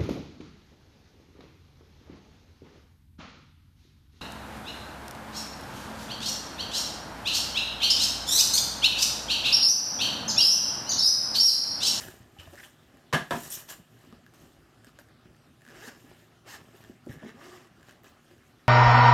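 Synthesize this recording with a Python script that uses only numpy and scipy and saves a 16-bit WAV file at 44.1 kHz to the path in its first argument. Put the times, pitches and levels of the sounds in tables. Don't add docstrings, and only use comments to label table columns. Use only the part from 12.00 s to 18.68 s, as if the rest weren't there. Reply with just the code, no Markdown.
import sys
import numpy as np
from scipy import signal
from scipy.fft import rfft, irfft, next_fast_len
from scipy.io import wavfile
from scipy.ndimage import uniform_filter1d

SR = 44100
rng = np.random.default_rng(int(sys.argv[2]) if len(sys.argv) > 2 else 0)


def log_audio(samples):
    frames = np.atleast_2d(samples).T
    limited = np.clip(frames, -1, 1)
    pcm = np.round(limited * 32767).astype(np.int16)
    wavfile.write(sys.argv[1], SR, pcm)


def to_linear_factor(level_db):
    exponent = np.asarray(level_db, float) / 20
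    return 10 ** exponent


N = 294588


def evened(x):
    return x / np.sqrt(np.mean(x ** 2) + 1e-20)


def read(points, hz):
    f, value = np.transpose(points)
    return np.interp(np.log(hz + 1), np.log(f + 1), value)


def add(mix, s, sound):
    part = mix[round(s * SR):][:len(sound)]
    part += sound[:len(part)]


def coloured(x, points):
    size = next_fast_len(len(x))
    gain = to_linear_factor(read(points, np.fft.rfftfreq(size, 1 / SR)))
    return evened(irfft(rfft(x, size) * gain, size)[:len(x)])


def resonant(x, peaks):
    out = np.zeros(len(x))
    for k, (hz, width, db) in enumerate(peaks):
        r = np.exp(-np.pi * width / SR)
        poles = [1, -2 * r * np.cos(2 * np.pi * hz / SR), r * r]
        out += (-1) ** k * to_linear_factor(db) * (1 - r) * signal.lfilter([1, 0, -1], poles, x)
    return evened(out)


def ring(hz, t60, rise=0.00078):
    t = np.arange(round(0.36 * SR)) / SR
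    return np.sin(2 * np.pi * hz * t) * to_linear_factor(-60 * t / max(t60, 0.003)) * (1 - np.exp(-t / rise))


def grit(per_s, spread_db):
    size = to_linear_factor(spread_db * np.minimum(rng.exponential(1, N), 4))
    return size * rng.standard_normal(N) * (rng.random(N) < per_s / SR)


def patchy(x, spread_db, frames_long, bins_wide):
    z = signal.stft(x, nperseg=256)[2]
    patches = rng.standard_normal(z.shape[::-1]).T
    patches = uniform_filter1d(uniform_filter1d(patches, bins_wide, 0), frames_long, 1)
    z = z * to_linear_factor(spread_db * evened(patches))
    return evened(signal.istft(z, nperseg=256)[1][:len(x)])


# (frequency [Hz], level [dB per Hz])
AIR_COLOUR = [(15, -44), (25, -1.5), (120, -3.5), (242, -7), (354, -2), (476, -13), (775, -9), (887, -18.5),
              (1230, -10.5), (1740, -15.5), (2280, -18), (2990, -19), (10100, -32), (12900, -32),
              (16000, -44)]
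AIR_DB = -61
# (frequency [Hz], width [Hz], level [dB])
HUM = [(113.7, 8.7, -66.5), (149, 14, -69), (240, 18, -68.5)]


def air():
    frames, hz = N // 256 + 5, np.fft.rfftfreq(1024, 1 / SR)
    a, b, patches = rng.standard_normal((frames, 513, 3)).T
    patches = evened(uniform_filter1d(uniform_filter1d(patches, 20, 0), 12, 1))
    z = (a + 1j * b) * to_linear_factor(read(AIR_COLOUR, hz)[:, None] + 2.75 * patches)
    floor = signal.istft(z, nperseg=1024, noverlap=768)[1][:N]
    hum = sum(to_linear_factor(db) * resonant(rng.standard_normal(N), [(f, w, 0)]) for f, w, db in HUM)
    return to_linear_factor(AIR_DB) * evened(floor) + hum


# (frequency [Hz], time to fall 60 dB [s])
ECHO_TIMES = [(100, 0.35), (500, 0.23), (2000, 0.28), (8000, 0.28), (16000, 0.3)]


def room(x):
    echoes = np.zeros(SR // 2)
    at = np.arange(180, len(echoes) - 20, 20)
    echoes[at + rng.integers(0, 20, len(at))] = rng.choice([-1., 1.], len(at))
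    hz, t, z = signal.stft(echoes, SR, nperseg=256)
    z = z * to_linear_factor(-60 * t / read(ECHO_TIMES, hz)[:, None])
    tail = signal.istft(z, SR, nperseg=256)[1]
    return signal.fftconvolve(x, tail / np.linalg.norm(tail))[:N]


# (time [s], peak level [dB], ring [Hz], time to fall 60 dB
# [s])
BUMPS = [(0.079, -45, 98, 0.093), (0.203, -43.5, 121, 0.1), (0.387, -42, 96, 0.086),
         (0.465, -47.5, 88.5, 0.19), (.365, -50, 790, 0.042), (.473, -46, 650, 0.058),
         (0.529, -43, 339, 0.054), (.538, -46, 560, .05), (0.937, -50, 267, 0.076),
         (1.798, -41, 171, 0.051), (2.071, -46.5, 258, 0.05), (2.126, -39, 235, 0.049),
         (2.438, -42.5, 142, 0.04), (2.871, -43.5, 251, 0.036), (2.987, -43, 592, 0.027),
         (3.256, -43.5, 172, 0.036), (3.677, -48, 247, 0.066), (3.877, -37.5, 240, 0.04),
         (4.041, -45.5, 261, 0.058), (4.207, -51, 153, 0.065), (4.616, -47.5, 179, 0.061),
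         (4.742, -49, 387, 0.056), (4.899, -41.5, 195, 0.052), (5.065, -38, 200, 0.036),
         (5.07, -28, 317, 0.03), (5.082, -38, 250, .04), (5.094, -32, 128, 0.071), (5.158, -44, 159, 0.15),
         (5.172, -47, 140, 0.042), (5.22, -41, 300, 0.042), (5.229, -38.5, 620, .03),
         (5.247, -34.5, 407, 0.026), (5.265, -39, 303, 0.032), (5.236, -33.5, 226, 0.04),
         (5.255, -35.5, 240, 0.06), (5.344, -44.5, 229, 0.075), (5.714, -46.5, 176, 0.038),
         (6.037, -53, 420, 0.059), (6.309, -49.5, 340, 0.063)]


def bumps():
    out = np.zeros(N)
    for s, db, hz, t60 in BUMPS:
        thud = ring(hz, t60, rise=0.0019) + 0.38 * ring(1.6 * hz, 0.75 * t60, rise=0.00087)
        add(out, s, to_linear_factor(db + 4) * thud)
    return out


# (time [s], level [dB], ring [Hz], length [s])
SCUFFS = [(0.384, -49, 2950, 0.043), (0.529, -50.5, 550, 0.035), (0.569, -50, 1710, 0.04),
          (.595, -46.5, 1720, .018), (.628, -46.5, 1720, 0.023), (.632, -51, 3220, 0.032),
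          (1.502, -37, 8960, 0.011), (1.508, -46, 5650, 0.043), (1.508, -44, 11500, 0.045),
          (1.525, -42, 12200, 0.052), (1.535, -50, 3500, 0.026), (1.538, -48, 6030, 0.046),
          (1.55, -52, 6800, 0.035), (1.682, -51, 3120, 0.048), (1.684, -52, 5800, 0.027),
          (1.7, -55, 7200, .06)]


def scuffs():
    out = np.zeros(N)
    for s, db, hz, length in SCUFFS:
        u = np.arange(3000) / SR / length
        noise = resonant(rng.standard_normal(3000), [(hz, 220, 0)])
        add(out, s, to_linear_factor(db) * noise * u ** 0.64 * np.exp(1 - 3.1 * u ** 2))
    return out


# (time [s], level [dB], ring [Hz], time to fall 60 dB [s])
JINGLES = [
    (6.094, -63, 15350, .06),
    (6.246, -63, 8450, .035),
    (4.8965, -33, 290, .03),
]
# (time [s], peak level [dB], ring [Hz])
SPARKS = [(.2309, -55.5, 6360), (.5243, -52, 6360), (.5871, -43, 5210), (.588, -50, 7600),
          (.639, -47, 7500), (2.262, -56, 12500), (2.27, -57.5, 13500), (2.3447, -55, 12900),
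          (2.4001, -50, 6490), (2.42, -55, 12800), (2.845, -47, 8500), (2.8455, -52, 13000),
          (2.8525, -55, 13000), (2.853, -57, 8800), (2.869, -51, 5090), (2.886, -52, 6620),
          (2.9955, -51, 9500), (2.996, -51, 13500), (3.003, -50, 12500), (3.013, -54, 12500),
          (3.019, -53, 13000), (3.6503, -53, 6230), (3.7025, -50, 5170), (3.709, -51, 5400),
          (3.717, -50, 6100), (3.7245, -52, 4800), (3.772, -50, 7700), (3.8134, -48, 4820),
          (3.826, -48, 5300), (3.918, -50, 5200), (3.933, -51, 5000), (3.949, -52, 5200),
          (3.956, -52, 5300), (3.963, -50, 5300), (3.972, -54, 4600), (4.847, -48, 3300),
          (5.829, -52, 7290), (5.8689, -53, 4610), (5.87, -54, 7400), (6.034, -48, 13500),
          (6.0421, -53, 15400), (6.066, -55, 7410), (6.28, -57, 4500)]


def jingles():
    out = np.zeros(N)
    for s, db, hz, t60 in JINGLES:
        add(out, s, to_linear_factor(db) * ring(hz, t60))
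    for s, db, hz in SPARKS:
        add(out, s, to_linear_factor(db) * ring(hz, t60=0.009, rise=0.0004))
    return out


# (time [s], peak level [dB], ring [Hz])
KNOCKS = [(.0847, -32, 1610), (.1514, -53, 1630), (.388, -39, 3050), (2.0493, -46, 1140),
          (2.1261, -39, 1210), (2.2646, -39, 1650), (2.838, -50, 1600), (2.7458, -50, 1150),
          (2.8928, -45, 1240), (3.257, -48, 1400), (3.3473, -50, 1790), (3.4644, -54, 1550),
          (4.8478, -42.5, 1760), (4.92, -48, 1670), (6.0606, -43, 1640), (6.2445, -51, 1690),
          (6.312, -46, 1670)]
# (time [s], peak level [dB], ring [Hz])
CLICKS = [(.4718, -46, 1830), (.5294, -53, 1430), (.5556, -41, 1800), (.9712, -47, 1810),
          (1.5028, -39, 1800), (1.5625, -47, 1780), (1.608, -46, 1800), (5.2465, -45, 1090),
          (1.7041, -33, 1620), (2.995, -42, 1500), (5.81, -51, 1600), (5.85, -51, 1600), (5.876, -51, 1600),
          (5.898, -46, 1600), (5.918, -49, 1610), (6.068, -47, 2500), (2.846, -41, 1670),
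          (2.3381, -47, 1340), (2.8695, -43, 1510), (2.9887, -35.5, 1610), (3.0869, -49, 1700),
          (3.3648, -51, 1350), (3.6094, -49, 1740), (3.6193, -45, 1780), (4.8395, -41.5, 1610),
          (5.0629, -47, 1390), (5.094, -42, 1730), (5.672, -49, 1900), (5.797, -50, 1440),
          (5.83, -44.5, 1570), (5.886, -46, 1520), (5.893, -40, 1590), (5.91, -40.5, 1670),
          (5.9244, -48, 1950), (6.0348, -49, 1850), (6.044, -41, 1260), (6.0818, -45, 1220),
          (6.3814, -50, 1670)]
# (time [s], peak level [dB], ring [Hz])
TEETH = [(3.6361, -52, 1740), (3.6516, -42, 1670), (3.665, -40, 1730), (3.678, -37.5, 1600),
         (3.6873, -38, 1730), (3.696, -41, 1740), (3.703, -44, 1800), (3.7085, -41, 1650),
         (3.7155, -45, 1500), (3.7215, -45, 1600)]
KNOCK_EDGE_DB, CLICK_EDGE_DB, TOOTH_EDGE_DB = -34, -12.5, -20


def ticks():
    out, t = np.zeros(N), np.arange(512) / SR
    snap = resonant((t == 0).astype(float), [(1000, 960, 0), (3270, 2800, 0)])
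    snap = snap / abs(snap).max()
    kinds = ((KNOCKS, KNOCK_EDGE_DB), (CLICKS, CLICK_EDGE_DB), (TEETH, TOOTH_EDGE_DB))
    for rows, edge_db in kinds:
        for s, db, hz in rows:
            edge = resonant(rng.standard_normal(len(t)), [(6500, 1200, 7), (13200, 6100, -6)])
            edge = edge * to_linear_factor(-60 * t / 0.0055)
            add(out, s, to_linear_factor(db - 4) * ring(hz, 0.015, rise=0.00026))
            add(out, s, to_linear_factor(db - 6) * snap + to_linear_factor(db + edge_db + 2) * edge)
    return out


# (frequency [Hz], level [dB per Hz])
SCRAPE = [(290, -42), (500, -30), (589, -3), (786, -4.5), (1000, -4), (1540, -4.5), (1730, 1.5),
          (2200, -9.5), (2920, -2.5), (3470, -10), (3970, -9.5), (4240, -14), (5000, -10.5), (6500, -25),
          (11000, -120)]
HISS = [(2060, -26), (3500, -7), (4940, -8), (5460, -1.5), (6340, -2.5), (6960, 1), (9110, -4.5),
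        (10100, -7.5), (11900, -2.5), (14500, -5.5), (15600, -17)]
RUMBLE = [(24, -42), (40, -19), (92, -6.5), (151, -4), (220, -11.5), (322, -5.5), (501, -12.5), (570, -9),
          (900, -20), (1170, -28), (1980, -120)]
# (time of firmest touch [s], scrape level [dB], hiss over scrape [dB],
#                time to swell 20 dB [s], time to fade 20 dB [s])
CARD_RUBS = [
    (.025, -48, 1.6, -11, 0.22),
    (.396, -53.5, -6.5, 0, 0.18),
    (.65, -59.5, 2.5, 0.5, 0.13),
    (.98, -68.5, -6, 2, 0.4),
    (1.33, -50.5, 3.5, 0.03, 0.32),
    (1.44, -53, 7, 0.24, 0.21),
]
FLAP_RUBS = [
    (1.504, -62, 15, 0.004, .05),
    (1.52, -56, 18.3, 0.039, 0.054),
    (1.54, -53, 15.6, 0.033, 0.05),
    (1.555, -54, 14, .04, 0.024),
    (1.575, -53, 6.4, .04, 0.05),
    (1.605, -52, 4.8, 0.11, 0.058),
    (1.69, -53, 4, 0.015, 0.055),
    (1.705, -44.5, 2.8, 0.034, 0.052),
    (1.722, -50.5, 2.4, .03, 0.073),
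]
CASE_RUBS = [(2.03, -69, 0, 0.63, 0.34), (2.14, -64, -16, 0.35, 0.13), (2.345, -66, 2.5, .02, .06),
             (2.428, -63.5, -1.5, 0.24, 0.3), (2.6, -75.5, -5, 0.36, .8), (2.884, -61.5, -6, 0.092, 0.046),
             (2.996, -57.5, -5, 0.011, 0.041), (3.268, -69, -13, 0.18, 0.048), (3.474, -72, -7, 0.36, 0.14),
             (3.7, -64, -2, 0.16, 0.1), (4.01, -63, -3, 0.35, 0.5), (4.115, -60, -18, 0.044, 0.03),
             (4.2, -67, -0.5, 0.34, 0.21), (4.64, -66.5, -3.5, 0.08, 0.45), (4.77, -61.5, -3, 0.14, 0.3),
             (4.894, -67.5, -3.5, .4, 0.085), (5.125, -63.5, 3, 0.12, 0.087), (5.9, -61, -8, 0.27, 0.12),
             (6.044, -58.5, -5, 0.011, 0.17), (6.32, -67, -6.5, 0.34, 0.32), (6.48, -77, 5, 0.12, .1),
             (6.62, -74, -8, 0.58, .45)]
CARD_RUMBLE_DB, FLAP_RUMBLE_DB, CASE_RUMBLE_DB = -0.56, -10, 2
HISS_STEEP, RUMBLE_STEEP = 1.42, 0.95


def hands():
    scrape = patchy(coloured(grit(6000, 1.9), SCRAPE), 2.5, frames_long=5, bins_wide=4)
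    hiss = patchy(coloured(grit(9000, 2.1), HISS), 2.8, frames_long=4, bins_wide=5)
    rumble = coloured(grit(600, 3.55), RUMBLE)
    t, power = np.arange(0, N + 64, 64) / SR, 0
    surfaces = ((CARD_RUBS, CARD_RUMBLE_DB), (FLAP_RUBS, FLAP_RUMBLE_DB), (CASE_RUBS, CASE_RUMBLE_DB))
    for rows, rumble_db in surfaces:
        for s, db, hiss_db, swell, fade in rows:
            slack_db = -20 * np.maximum((s - t) / swell, (t - s) / fade)
            levels = [db + slack_db,
                      db + hiss_db + HISS_STEEP * slack_db,
                      db + rumble_db + RUMBLE_STEEP * slack_db]
            power = power + to_linear_factor(levels) ** 2
    layers = zip(power, (scrape, hiss, rumble))
    return sum(np.interp(np.arange(N) / SR, t, np.sqrt(p)) * layer for p, layer in layers)


# (time [s], peak level [dB], bass over usual [dB],
#                                            treble over peak [dB], small panels over usual [dB])
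DROPS = [(1.1275, -21.5, -9.5, -10.5, -6), (1.132, -20.5, -1, -6.5, -5), (1.136, -18, -25, -16.5, 8),
         (1.144, -18, -26, -10, 4), (1.152, -21, 5, -12.5, -13), (1.169, -40, -1, -6, 3),
         (1.308, -19, -7.5, -13, -5.5), (1.319, -25, -3, -17, -6), (1.334, -27.5, -10, -18, -9),
         (1.352, -28, 0, -20, 3), (1.364, -32, 4, -14, -7), (1.19, -36, -4, -14, -4)]
# (frequency [Hz], width [Hz], level [dB])
BOX_PANELS = [(157, 50, 8.5), (237, 48, 9), (290, 77, 3.5), (407, 23, 7), (542, 106, -3), (701, 22, 3.5),
              (815, 59, -6), (1015, 200, -1), (1340, 104, -1.5), (1470, 77, -13), (1610, 170, -6),
              (1740, 95, -2.5), (2000, 180, -16)]
# (frequency [Hz], level [dB per Hz])
BOX_CRACK = [(180, -16), (300, -1.5), (621, -3), (709, -2.5), (1110, -10.5), (1760, 3.5), (2010, -8),
             (3410, -8.5), (3960, -14.5), (12600, -27.5), (15600, -39)]
# (time [s], peak level [dB], ring [Hz], time to fall 60 dB [s])
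RINGING_PANELS = [(1.132, -17.5, 1702, 0.042), (1.1392, -18.5, 160.6, 0.103), (1.1452, -13, 1720, 0.033),
                  (1.133, -24, 1037, .08), (1.134, -23.5, 410, .08), (1.143, -27, 3100, 0.045),
                  (1.309, -27.5, 1000, .04), (1.157, -28, 703, 0.088), (1.168, -24.5, 713, .06),
                  (1.175, -35, 1730, 0.045), (1.193, -38, 1650, 0.1), (1.209, -35, 1740, 0.071),
                  (1.3107, -26.5, 242, 0.086), (1.321, -27.5, 690, 0.065), (1.3215, -29, 1104, .04),
                  (1.316, -29, 1500, .05), (1.335, -28, 148.7, 0.11), (1.344, -23.5, 698, 0.058),
                  (1.351, -34, 1760, 0.054), (1.371, -30, 296, .05), (1.389, -36, 695, 0.033)]


def box():
    out, t = np.zeros(N), np.arange(round(0.3 * SR)) / SR
    for s, db, bass_db, treble_db, small_db in DROPS:
        shake, jolt = rng.standard_normal((len(t), 2)).T
        rattle = shake * (to_linear_factor(-60 * t / 0.039) + 0.1 * to_linear_factor(-60 * t / 0.23))
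        peaks = [(f, w, d + bass_db * (f < 500) + small_db * (f > 1200)) for f, w, d in BOX_PANELS]
        panels = resonant(rattle, peaks)
        crack = coloured(jolt, BOX_CRACK) * (to_linear_factor(-60 * t / 0.04) + 0.45 * to_linear_factor(-60 * t / 0.24))
        add(out, s, to_linear_factor(db) * panels / abs(panels).max())
        add(out, s, to_linear_factor(db + treble_db + 3) * crack)
    for s, db, hz, t60 in RINGING_PANELS:
        add(out, s, to_linear_factor(db) * ring(hz, t60, rise=0.0013))
    return out


# (frequency [Hz], width [Hz], level [dB])
SLIDER = [(940, 1500, -5), (1090, 140, -6), (1730, 390, 2.5), (2290, 360, 4), (2750, 640, -1.5),
          (4080, 400, -11), (5200, 430, -14.5), (7800, 530, -21)]
# (frequency [Hz], width [Hz], level [dB])
SHELL = [(240, 150, 0.5), (333, 202, 5)]
# (frequency [Hz], level [dB per Hz])
FIZZ = [(1760, -6.5), (3000, -9), (3330, -18), (3890, -4.5), (4230, -2.5), (7720, -5), (10200, -14.5),
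        (13100, -9.5), (16000, -24)]
TAB_WIDTH_HZ = 165
USUAL_PER_S, FIZZ_DB_PER_OCTAVE, SHELL_DB_PER_OCTAVE = 352, 10.5, -3


def pull(rows, force_db, tab_hz, second, rough, fizz_db, shell_db, tab_db):
    s, speed = np.transpose(rows)
    t = np.arange(s[0], s[-1], 1 / SR)
    db = np.interp(t, s, force_db)
    per_s = uniform_filter1d(np.interp(t, s, speed), 300)
    octaves = np.log2(per_s / USUAL_PER_S)
    wobble, uneven, noise = rng.standard_normal((len(t), 3)).T
    wobble = evened(uniform_filter1d(wobble, 60))
    turns = 2 * np.cumsum(per_s * (1 + 0.15 * rough * wobble)) / SR
    snap = np.diff(np.floor(turns), prepend=0) * to_linear_factor(1.5 * rough * np.clip(uneven, -1.5, 1.5))
    snap *= np.where(np.floor(turns) % 2, 1, np.clip(second, 0, 1))
    dense = np.sqrt(uniform_filter1d(snap ** 2, 900) + 1e-5)
    puffs = noise * (0.22 + signal.lfilter([1], [1, -0.97], snap))

    drive = (snap + 0.5 * rough * puffs) / dense
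    slider = resonant(drive, SLIDER)
    tab = resonant(drive, [(tab_hz, TAB_WIDTH_HZ, 0)])
    shell = resonant((snap + 0.25 * rough * puffs) / dense, SHELL)
    fizz = coloured((0.22 * snap + 1.1 * puffs) / dense, FIZZ)

    whole = patchy(slider, 4.5 * rough, frames_long=4, bins_wide=3)
    shell_gain = to_linear_factor(shell_db + SHELL_DB_PER_OCTAVE * octaves)
    whole = whole + shell_gain * patchy(shell, 2.6, frames_long=6, bins_wide=1)
    fizz_gain = to_linear_factor(fizz_db + FIZZ_DB_PER_OCTAVE * octaves)
    whole = whole + fizz_gain * patchy(fizz, 2.3, frames_long=10, bins_wide=4)
    whole = whole + to_linear_factor(tab_db) * patchy(tab, 5.5, frames_long=4, bins_wide=3)
    return s[0], to_linear_factor(db) * whole * signal.windows.tukey(len(t), 0.04)


# (time [s], speed [tooth pairs per s])
PULLS = [
    [(3.7, 120), (3.725, 210), (3.76, 393), (3.785, 300), (3.835, 430), (3.868, 527), (3.885, 405),
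     (3.91, 300), (3.96, 230)],
    [(4.445, 155), (4.465, 225), (4.481, 368), (4.499, 496), (4.511, 500), (4.553, 415), (4.571, 330),
     (4.593, 166), (4.62, 124)],
    [(5.085, 141), (5.097, 138), (5.14, 133), (5.17, 95), (5.21, 115), (5.25, 198), (5.28, 215),
     (5.305, 230), (5.33, 210)],
    [(5.33, 210), (5.36, 251), (5.42, 313), (5.46, 376), (5.5, 350), (5.56, 374), (5.6, 317), (5.63, 394),
     (5.69, 316)],
]
FORCES = [
    [-64, -60.5, -56.5, -57.5, -53, -53.5, -47.5, -60, -62.5],
    [-71, -55.5, -51.5, -53, -52, -49.5, -56, -62, -60],
    [-62, -56, -60, -64, -61.5, -58.5, -54, -55.5, -70],
    [-77, -64, -57.5, -55.5, -57.5, -58, -62, -64.5, -71],
]
TAB_HZ = [1650, 1160, 1760, 1200]
# (share of second tooth row [0-1], roughness [0-1], fizz over slider [dB],
#                     shell over slider [dB], tab over slider [dB])
GRIPS = [
    (.3, .36, -4, 1, -10),
    (.6, .27, -3.5, -3, -10),
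    (.2, .38, -6, -1.5, -3),
    (.1, .55, -4, 4, -2),
]


def zipper():
    out = np.zeros(N)
    for rows, force_db, tab_hz, grip in zip(PULLS, FORCES, TAB_HZ, GRIPS):
        add(out, *pull(rows, force_db, tab_hz, *grip))
    return out


def scene():
    near = bumps() + scuffs() + jingles() + ticks() + hands() + zipper()
    far = box()
    echoes = room(to_linear_factor(-7.5) * near + to_linear_factor(-6) * far)
    return (near + far + echoes + air())[None]


def top_cut(x):
    return signal.sosfilt(signal.butter(12, 16390, fs=SR, output="sos"), x)


def record(dry):
    no_bass = signal.butter(4, 43, "high", fs=SR, output="sos")
    no_top = signal.ellip(8, 0.3, 60, 16000, fs=SR, output="sos")
    heard = signal.sosfilt(np.vstack([no_bass, no_top]), dry)
    return top_cut(heard)


dry = scene()
out = record(dry)
log_audio(out)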